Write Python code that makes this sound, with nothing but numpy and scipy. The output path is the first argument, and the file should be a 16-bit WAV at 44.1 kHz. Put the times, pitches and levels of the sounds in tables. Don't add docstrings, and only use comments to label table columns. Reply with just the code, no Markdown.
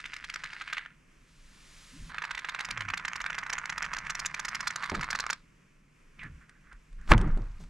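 import sys
import numpy as np
from scipy import signal
from scipy.fft import rfft, irfft, next_fast_len
from scipy.io import wavfile
from scipy.ndimage import uniform_filter1d

SR = 44100
rng = np.random.default_rng(int(sys.argv[2]) if len(sys.argv) > 2 else 0)


def invert_db(x):
    u = np.asarray(x, float) / 20
    return 10 ** u


def transcribe(signal):
    frames = np.atleast_2d(signal).T
    limited = np.clip(frames, -1, 1)
    pcm = np.round(limited * 32767).astype(np.int16)
    wavfile.write(sys.argv[1], SR, pcm)


N = 339129
WIDE = next_fast_len(N, True)
BINS_HZ = np.fft.rfftfreq(WIDE, 1 / SR)

# (time [s], crackle level [dB], foam cavity [Hz], nozzle jet [Hz], small-cell fizz level [dB])
BEADS = [
    [(0, -50.5, 2000, 5340, -58), (.45, -50.5, 1920, 4900, -59), (.62, -48.5, 1890, 4200, -55),
     (.8, -45, 2000, 3630, -56), (.88, -53.5, 1940, 3600, -73), (.95, -68.5, 2000, 3600, -82)],
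    [(2.09, -48, 1690, 4000, -60.5), (2.45, -45.5, 1700, 3930, -59), (2.8, -45, 1655, 5750, -62.5),
     (3.8, -44, 1680, 6050, -60.5), (4.6, -44, 1660, 5070, -57), (4.85, -44, 1500, 4100, -52),
     (5.33, -50, 1370, 4350, -57.5), (5.46, -95, 1530, 4700, -83)],
]
# (time [s], length [ms], gas level [dB], pop level [dB], jet [Hz])
SPITS_FIRST_BEAD = [(0.0005, 6, -51.5, -42, 3770), (0.0552, 9.5, -47, -37, 3510),
                    (0.1338, 9.5, -45.5, -36, 3640), (0.1636, 5, -44.5, -40.5, 4750),
                    (0.24, 10.5, -46.5, -37.5, 3790), (0.2976, 5.4, -42, -35, 4530),
                    (0.338, 8.4, -42, -38.5, 5410), (0.3576, 4.8, -44, -33.5, 4550),
                    (0.436, 8.7, -43.5, -34, 4220), (0.4518, 3.8, -58, -39, 3390),
                    (0.457, 7, -56, -41, 3490), (0.473, 1.5, -58, -40, 3440), (0.501, 7.7, -63, -44, 3820),
                    (0.5292, 7.6, -53.5, -38.5, 4860), (0.6115, 13.4, -50.5, -34.5, 3720),
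                    (0.699, 2.8, -63, -39, 3500), (0.7266, 10, -41, -31.5, 3580),
                    (0.7437, 9.1, -57, -43, 3520), (0.7683, 7.8, -54, -34.5, 3640)]
# (time [s], length [ms], gas level [dB], pop level [dB], jet
# [Hz])
SPITS_SECOND_BEAD = [(2.2191, 7.7, -46, -34, 3540), (2.2502, 4.4, -44.5, -35, 4300),
                     (2.3077, 9.8, -43, -32.5, 3670), (2.3478, 6.3, -45, -34, 3800),
                     (2.375, 7.6, -45, -35, 3780), (2.389, 8.3, -44.5, -38.5, 3650),
                     (2.4862, 13.6, -40.5, -34.5, 3650), (2.5459, 7.6, -45, -33, 3630),
                     (2.589, 7.9, -45, -33.5, 3860), (2.6027, 10.6, -41, -33.5, 3840),
                     (2.647, 8.9, -39.5, -37, 5200), (2.6868, 3.5, -44.5, -33.5, 3720),
                     (2.706, 7.3, -34.5, -32, 3900), (2.8055, 7, -42.5, -31, 3630),
                     (2.8194, 4.5, -49, -33.5, 3620), (2.901, 5.5, -43, -31, 4330),
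                     (2.9725, 8.5, -39, -33.5, 3840), (3.0495, 7.9, -42.5, -29, 4500),
                     (3.079, 8, -41, -33, 5300), (3.1324, 1.4, -45.5, -30, 6190),
                     (3.1559, 10.8, -42, -34.5, 5200), (3.2015, 6.9, -46.5, -35.5, 3780),
                     (3.2115, 8.4, -45, -35.5, 6240), (3.2616, 5.6, -41, -32, 3560),
                     (3.3444, 9.7, -49, -35.5, 5180), (3.3811, 11, -40.5, -33.5, 4140),
                    (3.4631, 5.9, -48.5, -37.5, 3920), (3.4966, 7.6, -40.5, -32, 5130),
                    (3.527, 10.5, -37.5, -30.5, 5570), (3.581, 7, -40.5, -32.5, 6290),
                    (3.655, 4.5, -42, -34.5, 5890), (3.6944, 9.4, -41, -31, 5630),
                    (3.779, 4.9, -37, -30, 5720), (3.8213, 9.1, -41, -30.5, 5250),
                    (3.8421, 14.5, -47.5, -34.5, 4920), (3.932, 7.8, -39, -30.5, 5140),
                    (3.9467, 2.9, -47, -34, 4640), (3.965, 5.9, -41, -35.5, 4720),
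                    (3.9842, 4.8, -38.5, -33.5, 5660), (4.096, 14.6, -37, -33, 5650),
                    (4.149, 7.2, -37.5, -35, 5410), (4.192, 11.4, -35, -37, 4900),
                    (4.2552, 12.6, -32.5, -34.5, 6270), (4.3418, 8.5, -40, -33.5, 5560),
                    (4.394, 7.7, -36, -32, 5780), (4.4474, 9.8, -37.5, -34, 5350),
                    (4.4817, 10.5, -39, -35, 5040), (4.5459, 11.6, -37, -32.5, 5130),
                    (4.6042, 7.7, -38.5, -35.5, 5300), (4.6696, 13.4, -32, -32, 4530),
                     (4.704, 7.5, -44, -34.5, 5640), (4.758, 5.6, -35, -33, 5600),
                      (4.8245, 3.9, -46, -35, 4220), (4.833, 12.8, -43.5, -33, 3840),
                      (4.8584, 3.8, -46, -39, 3990), (4.8955, 7.3, -39.5, -32.5, 4940),
                      (4.942, 17, -45, -35.5, 4440), (5.0085, 9.4, -42.5, -36, 4860),
                      (5.0285, 7.6, -46, -32.5, 4040), (5.0408, 5.8, -45.5, -34, 4690),
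                      (5.1027, 10.8, -35, -35, 4970), (5.1288, 3.4, -42, -28.5, 4190),
                      (5.1484, 12.4, -39.5, -33, 4630), (5.1881, 2.4, -38, -33, 4250),
                      (5.1982, 9.2, -33, -33, 4630), (5.2646, 2.6, -39.5, -29.5, 5050),
                      (5.2924, 2, -53, -34.5, 3830), (5.3, 10, -34, -28.5, 5100),
                      (5.329, 5.1, -34.5, -30.5, 4900)]
# (time [s], length [ms], pop level [dB])
WET_PLOPS = [(0.041, 2.1, -34.5), (.564, 1.5, -44), (0.598, 2.3, -41), (0.6747, 7.3, -38), (0.686, 7, -43),
             (0.7779, 7.2, -30), (0.859, 5.4, -44.5), (2.1441, 5, -36), (2.182, 5.3, -30.5),
             (2.237, 9.7, -33.5), (2.445, 8.6, -32), (2.7739, 5.3, -28.5), (2.884, 7.8, -32.5),
             (2.9354, 10.2, -29), (2.995, 5.2, -37), (3.2408, 1.6, -28), (3.2995, 7.8, -31),
             (3.3294, 2.2, -29.5), (3.43, 9, -38), (3.5392, 2, -28), (3.5539, 1, -34), (3.724, 6.6, -35),
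             (3.8332, 2.2, -32), (3.863, 2.1, -33.5), (4.0647, 7.5, -35), (4.2489, 1.6, -28),
             (4.917, 2.1, -28), (4.994, 1.6, -32), (5.2401, 1.3, -31)]
# (time [s], level [dB])
LARGE_CELLS = [(0.0411, -30), (0.0995, -35), (0.1215, -37), (0.2002, -35), (0.2273, -35), (0.3187, -39),
               (0.371, -36), (0.5658, -29), (0.6777, -30), (0.6867, -36), (0.7956, -36), (0.8111, -36),
               (0.8608, -29.5), (2.1542, -34), (2.246, -35), (2.2926, -31), (2.5311, -38), (2.7654, -27),
               (2.8299, -32), (2.991, -37), (3.116, -31), (3.2882, -32), (3.3038, -30), (3.3286, -36),
               (3.4312, -23.5), (3.518, -33), (3.5703, -28), (3.6025, -37), (3.6154, -36), (3.6404, -27),
               (3.6653, -34), (3.772, -34), (3.8074, -24), (3.917, -27), (4.0037, -30), (4.0267, -38),
               (4.047, -34), (4.1722, -38), (4.2258, -31), (4.5314, -25), (4.5673, -29), (4.6408, -33),
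               (5.0795, -30), (5.088, -25), (5.229, -31), (5.242, -32), (5.256, -37)]
# (time [s], level [dB])
GAS_LEAK = [
    (1.1, -74),
    (1.3, -58.5),
    (1.78, -47),
    (2.1, -47.5),
    (2.14, -89),
]
# (frequency [Hz], level [dB])
POP_COLOUR = [(300, -15.5), (650, -13.5), (950, 0.5), (2500, -0.5), (3300, -2.5), (4500, -10.5),
              (9000, -61)]
# (frequency [Hz], level [dB])
CRACKLE_COLOUR = [(300, -26.5), (600, -12.5), (820, -11), (1050, 0.5), (2300, -5), (2900, -11.5),
                  (3600, -23.5), (9000, -72.5)]
# (frequency [Hz], level [dB])
JET_COLOUR = [(2000, -34), (3500, 3), (4500, 2.5), (7200, 6), (8200, -1), (10500, -7), (13000, -17),
              (15600, -28)]
# (frequency [Hz], level [dB])
FIZZ_COLOUR = [(2600, -19.5), (3250, -13.5), (3900, -13), (5500, -19), (7600, -20.5), (8600, -19),
               (10500, -29), (15000, -73.5)]
# (frequency [Hz], level [dB])
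LEAK_COLOUR = [(290, -26.5), (500, -9), (577, -7.5), (737, -13.5), (1030, -4), (1900, -0.5), (6740, -4),
               (10500, -11), (13800, -32), (15500, -39.5)]

# (frequency [Hz], level [dB], decay T60 [s])
PANEL_MODES = [(31.4, -13.5, 1), (50.5, -14, 0.59), (104.8, -15, 0.84), (157.4, -16, 0.36),
               (197.4, -30, 0.48), (228, -19.5, 0.5), (326, -9.5, 0.057), (368, -47, 0.28),
               (488, -22.5, 0.11), (563, -7, 0.014)]
# (time [s], level [dB], rise [dB/s], fall [dB/s])
BOARD_CLATTER = [
    (7.12, -14.5, 888, 800),
    (7.18, -36.5, 502.5, 70.5),
    (7.61, -73.5, 401.5, 133.5),
]
# (time [s], level [dB], rise [dB/s], fall [dB/s])
BLOWN_GRIT = [
    (7.12, -24.5, 790, 6500),
    (7.3, -69, 14, 3.9),
    (7.61, -58, 860, 270),
]
# (frequency [Hz], level [dB])
GRIT_COLOUR = [(3000, -16.5), (4000, -13), (7600, -17.5), (10500, -27), (15500, -42)]
# (time [s], level [dB], pitch [Hz])
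GRIT_TICKS = [(7.015, -45, 7440), (7.1171, -1, 1100), (7.1172, -7, 9000), (6.2325, -31, 2000),
              (7.1282, -18, 3000), (7.1362, -13.5, 3480), (7.1797, -20, 2800), (7.078, -36, 2990),
              (6.1935, -38, 2300), (7.193, -38, 6000), (7.213, -43, 4970), (7.277, -44, 6500),
              (7.284, -46, 6500), (7.313, -47, 5500), (7.328, -50, 6500), (7.42, -43, 5000),
              (7.442, -50, 6500), (7.458, -50, 6000), (7.486, -53, 4520), (7.518, -52, 5470),
              (7.585, -52, 4000), (7.603, -50, 5500), (7.628, -47, 6500)]
# (frequency [Hz], level [dB])
TICK_DISTANCE = [(300, -1), (5000, -1.5), (8000, -4), (11000, -14), (15000, -26)]
# (time [s], snap level [dB], treble level [dB], body level [dB])
WOOD_KNOCKS = [(4.92, -39, -56, -12.5), (6.233, -40, -46.5, -36.5), (6.493, -63, -47.5, -78),
               (6.727, -56, -50, -65), (6.927, -82, -56.5, -69), (7.0765, -55, -55, -34),
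               (7.1158, 8.5, -27, -34.5), (7.134, 0.5, -39, -8.5), (7.144, -2, -62, -17.5),
               (7.1776, -40, -31.5, -31), (7.212, -34, -35.5, -22), (7.242, -21, -56, -21),
               (7.275, -26, -68, -22), (7.373, -39, -48, -20.5), (7.128, -13, -43, -29),
               (7.604, -48.5, -58.5, -36), (7.636, -53, -50.5, -63)]
# (frequency [Hz], level [dB])
SNAP_COLOUR = [(300, -24), (700, -5.5), (1200, 4.5), (2000, -3.5), (3000, -18), (4500, -29.5), (10000, -84)]
# (frequency [Hz], level [dB], decay T60 [s])
BOARD_MODES = [(188, -21.5, 0.2), (313, -14, 0.043), (381, -13.5, 0.06), (441, 3, 0.0081),
               (590, -22, 0.055), (800, -28, 0.062)]
# (frequency [Hz], level [dB])
HOLLOW_COLOUR = [(30, -33), (70, -6), (250, -2), (500, -8), (1000, -16.5), (4000, -79)]
# (time [s], level [dB], hold [s])
EDGE_SCUFFS = [
    (6.193, -41.5, 0.068),
    (6.34, -68, .05),
    (6.415, -54.5, 0.021),
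    (6.488, -61, 0.09),
    (6.645, -58, 0.06),
    (6.719, -48.5, .005),
    (6.992, -57.5, 0.063),
]
# (frequency [Hz], level [dB])
GRIND_COLOUR = [(500, -68.5), (1000, 1), (1500, -8), (1800, 5), (2600, -25.5), (3600, -31.5), (6700, -27),
                (12000, -64)]

# (time [s], sway level [dB], boom level
# [dB], length [s])
DECK_LOADS = [(0.123, -59, -68, 1.6), (1.53, -56, -73, 1.9), (2.012, -39.5, -47, 0.24),
              (2.804, -47.5, -48.5, 0.65), (3.35, -65, -65, 1.7), (3.937, -53, -55.5, 1.6),
              (4.577, -73, -57.5, 0.92), (4.985, -39, -38.5, 0.13), (5.132, -50, -53, 0.37),
              (6.264, -43.5, -45, 0.19), (6.653, -58.5, -75.5, 2.4), (7.008, -40.5, -76, 0.15),
              (7.16, -28, -26, 0.18), (7.253, -43.5, -27, 0.16), (7.379, -51.5, -43.5, 0.092),
              (7.482, -36.5, -74.5, 0.87), (7.638, -48, -49, 0.15)]
# (frequency [Hz], level [dB])
SWAY_COLOUR = [(10, -15), (20, 15), (32, 11), (50, 7), (65, -7.5), (100, -57.5), (300, -94.5)]
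# (frequency [Hz], level [dB])
BOOM_COLOUR = [(45, -28.5), (70, 5.5), (105, -1.5), (155, 9.5), (230, -0.5), (330, -12), (500, -25.5),
               (1500, -102)]
# (time [s], first pitch [Hz], last pitch [Hz], length [s], level [dB])
SINGLE_FLEXES = [(1.915, 228, 330, 0.075, -48), (7.135, 220, 200, 0.052, -29.5),
                 (7.245, 330, 292, 0.045, -30.5), (7.21, 350, 430, 0.041, -34),
                 (2.692, 131, 81, 0.279, -41), (6.227, 143, 42.5, 0.205, -44),
                 (6.716, 51.5, 30, 0.087, -41.5), (6.902, 32.6, 22, 0.12, -35),
                 (7.256, 23.6, 22, 0.14, -17), (7.1145, 130, 104, 0.074, -16.5),
                 (4.921, 220, 186, 0.11, -37.5), (7.104, 340, 320, .02, -20),
                 (7.108, 900, 740, 0.0069, -20), (7.59, 186, 169, 0.049, -42)]
# (frequency [Hz], decay T60 [s], level [dB])
YARD_DECAY = [(70, .055, -28), (198, 0.068, 8.5), (1006, 0.038, 8.5), (4000, 0.094, -1.5),
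              (11940, 0.065, -15)]
# (frequency [Hz], level [dB])
NIGHT_COLOUR = [(150, -40), (250, -3.5), (300, -6), (600, -15), (780, -21.5), (1010, -12.5), (2490, -11),
                (3890, -27), (5790, -22), (8000, -25), (11000, -33.5), (13500, -44), (16000, -88)]
# (frequency [Hz], likeness [0 to 1])
NIGHT_LIKENESS = [(60, 0.62), (240, 0.092), (950, 0.47), (3770, 0.79), (15000, 0.61)]

# (frequency [Hz], level [dB])
GUN_LEAN = [(100, -3), (1500, -3.6), (4400, -2.8), (9000, 0)]
# (frequency [Hz], level [dB])
PANEL_LEAN = [(200, -.4), (2500, -1.2), (9000, 1.5), (11000, 6), (15000, 0)]
# (frequency [Hz], phase [rad])
PORT_PHASE = [(800, -.05), (3500, -.5), (8000, -.55), (11000, -1.1), (14000, -2)]
# (frequency [Hz], level [dB])
PORT_RESPONSE = [(20, -2), (11000, -4), (14500, 2.5), (15700, -12), (16200, -55)]

PLOP_GAS_DB, PLOP_GAS_DB_PER_DECADE = -13, 7
FIRST_BEAD_LEFT_DB, SECOND_BEAD_S = 2, 2.08
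SLAM_S, FAR_EDGE_S = 7.114, 0.00756
TICK_CYCLES, SNAP_MS = 1, 3.3
SCUFF_RISE_DB_PER_S, SCUFF_FALL_DB_PER_S = 1500, 453
RUB_HZ, SLIP_HZ, SLIP_FADE_DB_PER_S = 1524, 1050, 266
REST_SWAY_DB, REST_BOOM_DB, STEP_RANGE_DB, STEP_RISE_SHARE = -65.5, -65, 27, 0.53
NIGHT_DB, NIGHT_SWELL_DB = -62, 1.25


def evened(x):
    return x / np.sqrt(np.mean(x ** 2) + 1e-20)


def read(points, hz):
    f, value = np.transpose(points)
    return np.interp(np.log(hz + 1), np.log(f + 1), value)


def follow(rows, column=1, outside=-120):
    rows = np.array(rows)
    return np.interp(np.arange(N) / SR, rows[:, 0], rows[:, column], outside, outside)


def coloured(x, points, size=4096):
    gain_db = np.maximum(read(points, abs(np.fft.fftfreq(size, 1 / SR))), -100)
    log_gain = np.log(invert_db(gain_db))
    response = np.exp(log_gain - 1j * signal.hilbert(log_gain).imag)
    taps = np.fft.ifft(response).real[:size // 2]
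    return signal.oaconvolve(x, taps / np.linalg.norm(taps))[:N]


def resonate(x, hz, width_hz):
    turn = np.exp(2j * np.pi * np.cumsum(hz) / SR)
    r = np.exp(-np.pi * width_hz / SR)
    return np.sqrt(2 * (1 - r * r)) * (turn * signal.lfilter([1], [1, -r], x / turn)).real


def clicks(per_s, spread_db):
    size = invert_db(spread_db * np.minimum(rng.exponential(1, N), 4)) * rng.choice([-1, 1], N)
    return evened(size * (rng.random(N) < per_s / SR))


def humps(s, db, rise_db_per_s, fall_db_per_s, hold_s=0.):
    t = np.arange(0, N / SR, 1 / 2000)
    late = t[:, None] - s
    rise_db = np.minimum(late, 0) * rise_db_per_s
    fall_db = np.maximum(late - hold_s, 0) * fall_db_per_s
    gain = invert_db(db + rise_db - fall_db)
    return np.interp(np.arange(N) / SR, t, gain.sum(axis=1))


def ring(modes, t):
    return sum(invert_db(db - 60 * t / t60) * np.sin(2 * np.pi * hz * t) for hz, db, t60 in modes)


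def gun():
    bursts = clicks(3000, 2.4)
    pop, hiss, jet_hz, detune = spurts(bursts)
    clumps = invert_db(2.3 * evened(uniform_filter1d(rng.standard_normal(N), 350)))
    crackle = evened(clumps * clicks(750, 1.86))
    gas = hiss * evened(rng.standard_normal(N) + 0.93 * bursts)
    jet = coloured(0.68 * gas + 0.84 * resonate(gas, jet_hz, 1300), JET_COLOUR)
    leak = invert_db(follow(GAS_LEAK)) * coloured(rng.standard_normal(N), LEAK_COLOUR)
    return foam(pop, crackle, detune) + jet + fizz(clumps, crackle) + leak


def pockets():
    rows = SPITS_FIRST_BEAD + SPITS_SECOND_BEAD
    spits = [(s, ms, pop_db + 0.23, gas_db + 11, hz) for s, ms, gas_db, pop_db, hz in rows]
    bead_s, bead_jet_hz = np.array(BEADS[0] + BEADS[1])[:, [0, 3]].T
    plops = []
    for s, ms, db in WET_PLOPS:
        hiss_db = db + PLOP_GAS_DB + PLOP_GAS_DB_PER_DECADE * np.log10(ms)
        plops.append((s, ms, db, hiss_db, np.interp(s, bead_s, bead_jet_hz)))
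    return sorted(spits + plops)


def spurts(bursts):
    pop, hiss, detune = np.zeros(N), np.zeros(N), np.ones(N)
    jet_hz = np.full(N, 5000.)
    rows = pockets()
    for (s, ms, pop_db, hiss_db, hz), luck in zip(rows, rng.standard_normal((len(rows), 2))):
        u = np.linspace(0, 1.3, int(1.4 * ms * SR / 1000) + 30)
        at = slice(round(s * SR), round(s * SR) + len(u))
        edges = np.minimum(u / 0.12, 1) * np.exp(-np.maximum(u - .8, 0) / 0.18)
        froth = evened(edges * np.exp(-((u - .33) / 0.46) ** 2) * bursts[at])
        froth[12] += (0.21 + 0.28 * abs(luck[1])) * np.sqrt(len(u))
        pop[at] += invert_db(pop_db) * evened(froth)
        hiss[at] += invert_db(hiss_db - 8.5) * evened(edges * np.exp(-((u - .6) / 0.5) ** 2))
        jet_hz[at.start:] = hz
        detune[at.start:] = 1 + 0.068 * luck[0]
    return pop, hiss, jet_hz, detune


def bead_gain(column):
    return invert_db(np.maximum(follow(BEADS[0], column), follow(BEADS[1], column)))


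def foam(pop, crackle, detune):
    bed = bead_gain(1) * crackle
    for s, db in LARGE_CELLS:
        bed[round(s * SR)] += invert_db(db + 13.5)
    bead_hz = follow(BEADS[0] + BEADS[1], column=2, outside=None)
    small = np.clip((bead_hz - 1500) / 600, 0, 1)
    out = 0
    for cells, colour in (pop, POP_COLOUR), (bed, CRACKLE_COLOUR):
        rung = resonate(resonate(cells, bead_hz * detune, 1800), bead_hz * detune, 1810)
        cells = 0.45 * cells + 0.34 * rung
        raised = [(1.31 * hz, db) for hz, db in colour]
        out += coloured((1 - small) * cells, colour) + coloured(small * cells, raised)
    return out


def fizz(clumps, crackle):
    fine = bead_gain(4) * evened(clumps * clicks(1500, 5.3) + 0.75 * crackle)
    jet_hz = follow(BEADS[0] + BEADS[1], column=3, outside=None)
    return coloured(0.45 * fine + resonate(fine, jet_hz, 1500), FIZZ_COLOUR)


def panel():
    t = np.arange(N) / SR - SLAM_S
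    cushion = -.32 * np.exp(-((t + 0.0041) / np.where(t < -.004, .012, .005)) ** 2)
    clatter = humps(*np.transpose(BOARD_CLATTER)) * coloured(clicks(2900, 3.3), SNAP_COLOUR)
    grit = humps(*np.transpose(BLOWN_GRIT)) * coloured(clicks(6000, 2.2), GRIT_COLOUR)
    return cushion + slam(t) + crack(t) + clatter + grit + ticks()


def slam(t):
    rattle = evened(signal.oaconvolve(rng.standard_normal(N), np.hanning(1500), "same"))
    after = np.maximum(t, 0)
    contact = 1 + np.minimum(after / 0.12, 1) * (0.39 * rattle - .6)
    upper = ring(PANEL_MODES[2:], np.maximum(t - FAR_EDGE_S, 0))
    return ring(PANEL_MODES[:2], after) + upper * contact


def crack(t):
    u = np.maximum(t - .0054, 0)
    cycles = 900 * u + 2.39 * (1 - np.exp(-u / 0.00093))
    envelope = np.exp(-(u / 0.0019) ** 2) * np.minimum(u / 0.00023, 1)
    return 1.2 * np.sin(2 * np.pi * cycles) * envelope


def ticks():
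    out, t = np.zeros(N), np.arange(200) / SR
    for (s, db, hz), noise in zip(GRIT_TICKS, rng.standard_normal((len(GRIT_TICKS), len(t)))):
        tap = 1.84 * np.sin(2 * np.pi * hz * t) * np.exp(-t * hz / TICK_CYCLES)
        tap += 0.13 * noise * hz / 5000 * np.exp(-t / 0.00061)
        out[round(s * SR):][:len(t)] += invert_db(db) * tap
    return 0.63 * coloured(out, TICK_DISTANCE)


def knocks():
    snap, treble, blow = np.zeros((3, N))
    t = np.arange(1500) / SR
    noises = rng.standard_normal((len(WOOD_KNOCKS), len(t)))
    for (s, snap_db, treble_db, body_db), noise in zip(WOOD_KNOCKS, noises):
        at = slice(round(s * SR), round(s * SR) + len(t))
        burst = noise * np.exp(-t * 1000 / SNAP_MS) * np.minimum(t / 0.0026, 1)
        snap[at] += invert_db(snap_db - 9.0) * burst
        treble[at] += invert_db(treble_db + 5.5) * burst
        blow[at.start] = invert_db(body_db - 9.0)
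    t = np.arange(12000) / SR
    body = signal.oaconvolve(blow, ring(BOARD_MODES, t))[:N]
    rumble = signal.oaconvolve(blow, rng.standard_normal(len(t)) * invert_db(-8 - 60 * t / 0.27))[:N]
    bright = coloured(treble, POP_COLOUR) + coloured(treble, FIZZ_COLOUR)
    return coloured(snap, SNAP_COLOUR) + bright + body + coloured(rumble, HOLLOW_COLOUR, size=8192)


def edge():
    s, db, hold_s = np.transpose(EDGE_SCUFFS)
    rub = humps(s, db, SCUFF_RISE_DB_PER_S, SCUFF_FALL_DB_PER_S, hold_s)
    grit = clicks(4000, 4.2)
    rub_hz = RUB_HZ + SLIP_HZ * humps(s[0], 0, SCUFF_RISE_DB_PER_S, SLIP_FADE_DB_PER_S)
    sung = grit
    for width_hz in (690, 1050, 2100):
        sung = resonate(sung, rub_hz, width_hz)
    return rub * evened(coloured(grit, GRIND_COLOUR) + .5 * sung)


def deck():
    s, sway_db, boom_db, length_s = np.transpose(DECK_LOADS)
    fall = STEP_RANGE_DB / length_s
    out = np.zeros(N)
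    for rest_db, db, colour in [(REST_SWAY_DB, sway_db, SWAY_COLOUR), (REST_BOOM_DB, boom_db, BOOM_COLOUR)]:
        gain = invert_db(rest_db) + humps(s, db, fall / STEP_RISE_SHARE, fall)
        out += gain * coloured(rng.standard_normal(N), colour, size=16384)
    for s, first_hz, last_hz, length_s, db in SINGLE_FLEXES:
        hz = np.geomspace(first_hz, last_hz, int(length_s * SR))
        flex = invert_db(db) * signal.windows.tukey(len(hz), .7) * np.cos(2 * np.pi * np.cumsum(hz) / SR)
        out[round(s * SR):][:len(hz)] += flex[:N - round(s * SR)]
    return out


def yard(x):
    hz, t, z = signal.stft(rng.standard_normal((2, SR // 4)), SR, nperseg=128)
    t60, db = (read([(row[0], row[k]) for row in YARD_DECAY], hz)[:, None] for k in (1, 2))
    tail = signal.istft(z * invert_db(db - 60 * t / t60), SR, nperseg=128)[1]
    tail = tail * np.clip(np.arange(tail.shape[1]) / SR / .004 - .5, 0, 1)
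    tail = tail / np.linalg.norm(tail, axis=1, keepdims=True)
    return signal.oaconvolve(x[None], tail, axes=1)[:, :N]


def night():
    left, other = (coloured(rng.standard_normal(N), NIGHT_COLOUR) for side in "LR")
    same = np.clip(read(NIGHT_LIKENESS, BINS_HZ), 0, 1)
    right = irfft(same * rfft(left, WIDE) + np.sqrt(1 - same ** 2) * rfft(other, WIDE), WIDE)[:N]
    swell = evened(signal.oaconvolve(rng.standard_normal(N), np.hanning(9000), "same"))
    return invert_db(NIGHT_DB + NIGHT_SWELL_DB * swell) * np.array([left, right])


def pair(x, lean):
    tilt = invert_db(read(lean, BINS_HZ) / 2) * np.exp(.5j * read(PORT_PHASE, BINS_HZ))
    return irfft(rfft(x, WIDE) * [tilt, 1 / tilt], WIDE)[:, :N]


def scene():
    glue, wood = gun(), knocks() + panel()
    nearer_db = FIRST_BEAD_LEFT_DB / 2 * (np.arange(N) < SECOND_BEAD_S * SR)
    beads = invert_db(-4.5) * pair(glue, GUN_LEAN) * invert_db([nearer_db, -nearer_db])
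    close = beads + pair(edge(), GUN_LEAN) + pair(wood, PANEL_LEAN)
    far = yard(invert_db(-23) * glue + invert_db(-25) * wood)
    return close + deck() * invert_db([[-.2], [.2]]) + far + pair(night(), PANEL_LEAN)


def roll_off(x):
    return signal.sosfilt(signal.butter(12, 15680, fs=SR, output="sos"), x)


def record(dry):
    dulled = irfft(rfft(dry, WIDE) * invert_db(read(PORT_RESPONSE, BINS_HZ)), WIDE)[:, :N]
    mix = 1.062 * np.tanh(dulled / 1.27)
    return roll_off(mix)


dry = scene()
out = record(dry)
transcribe(out)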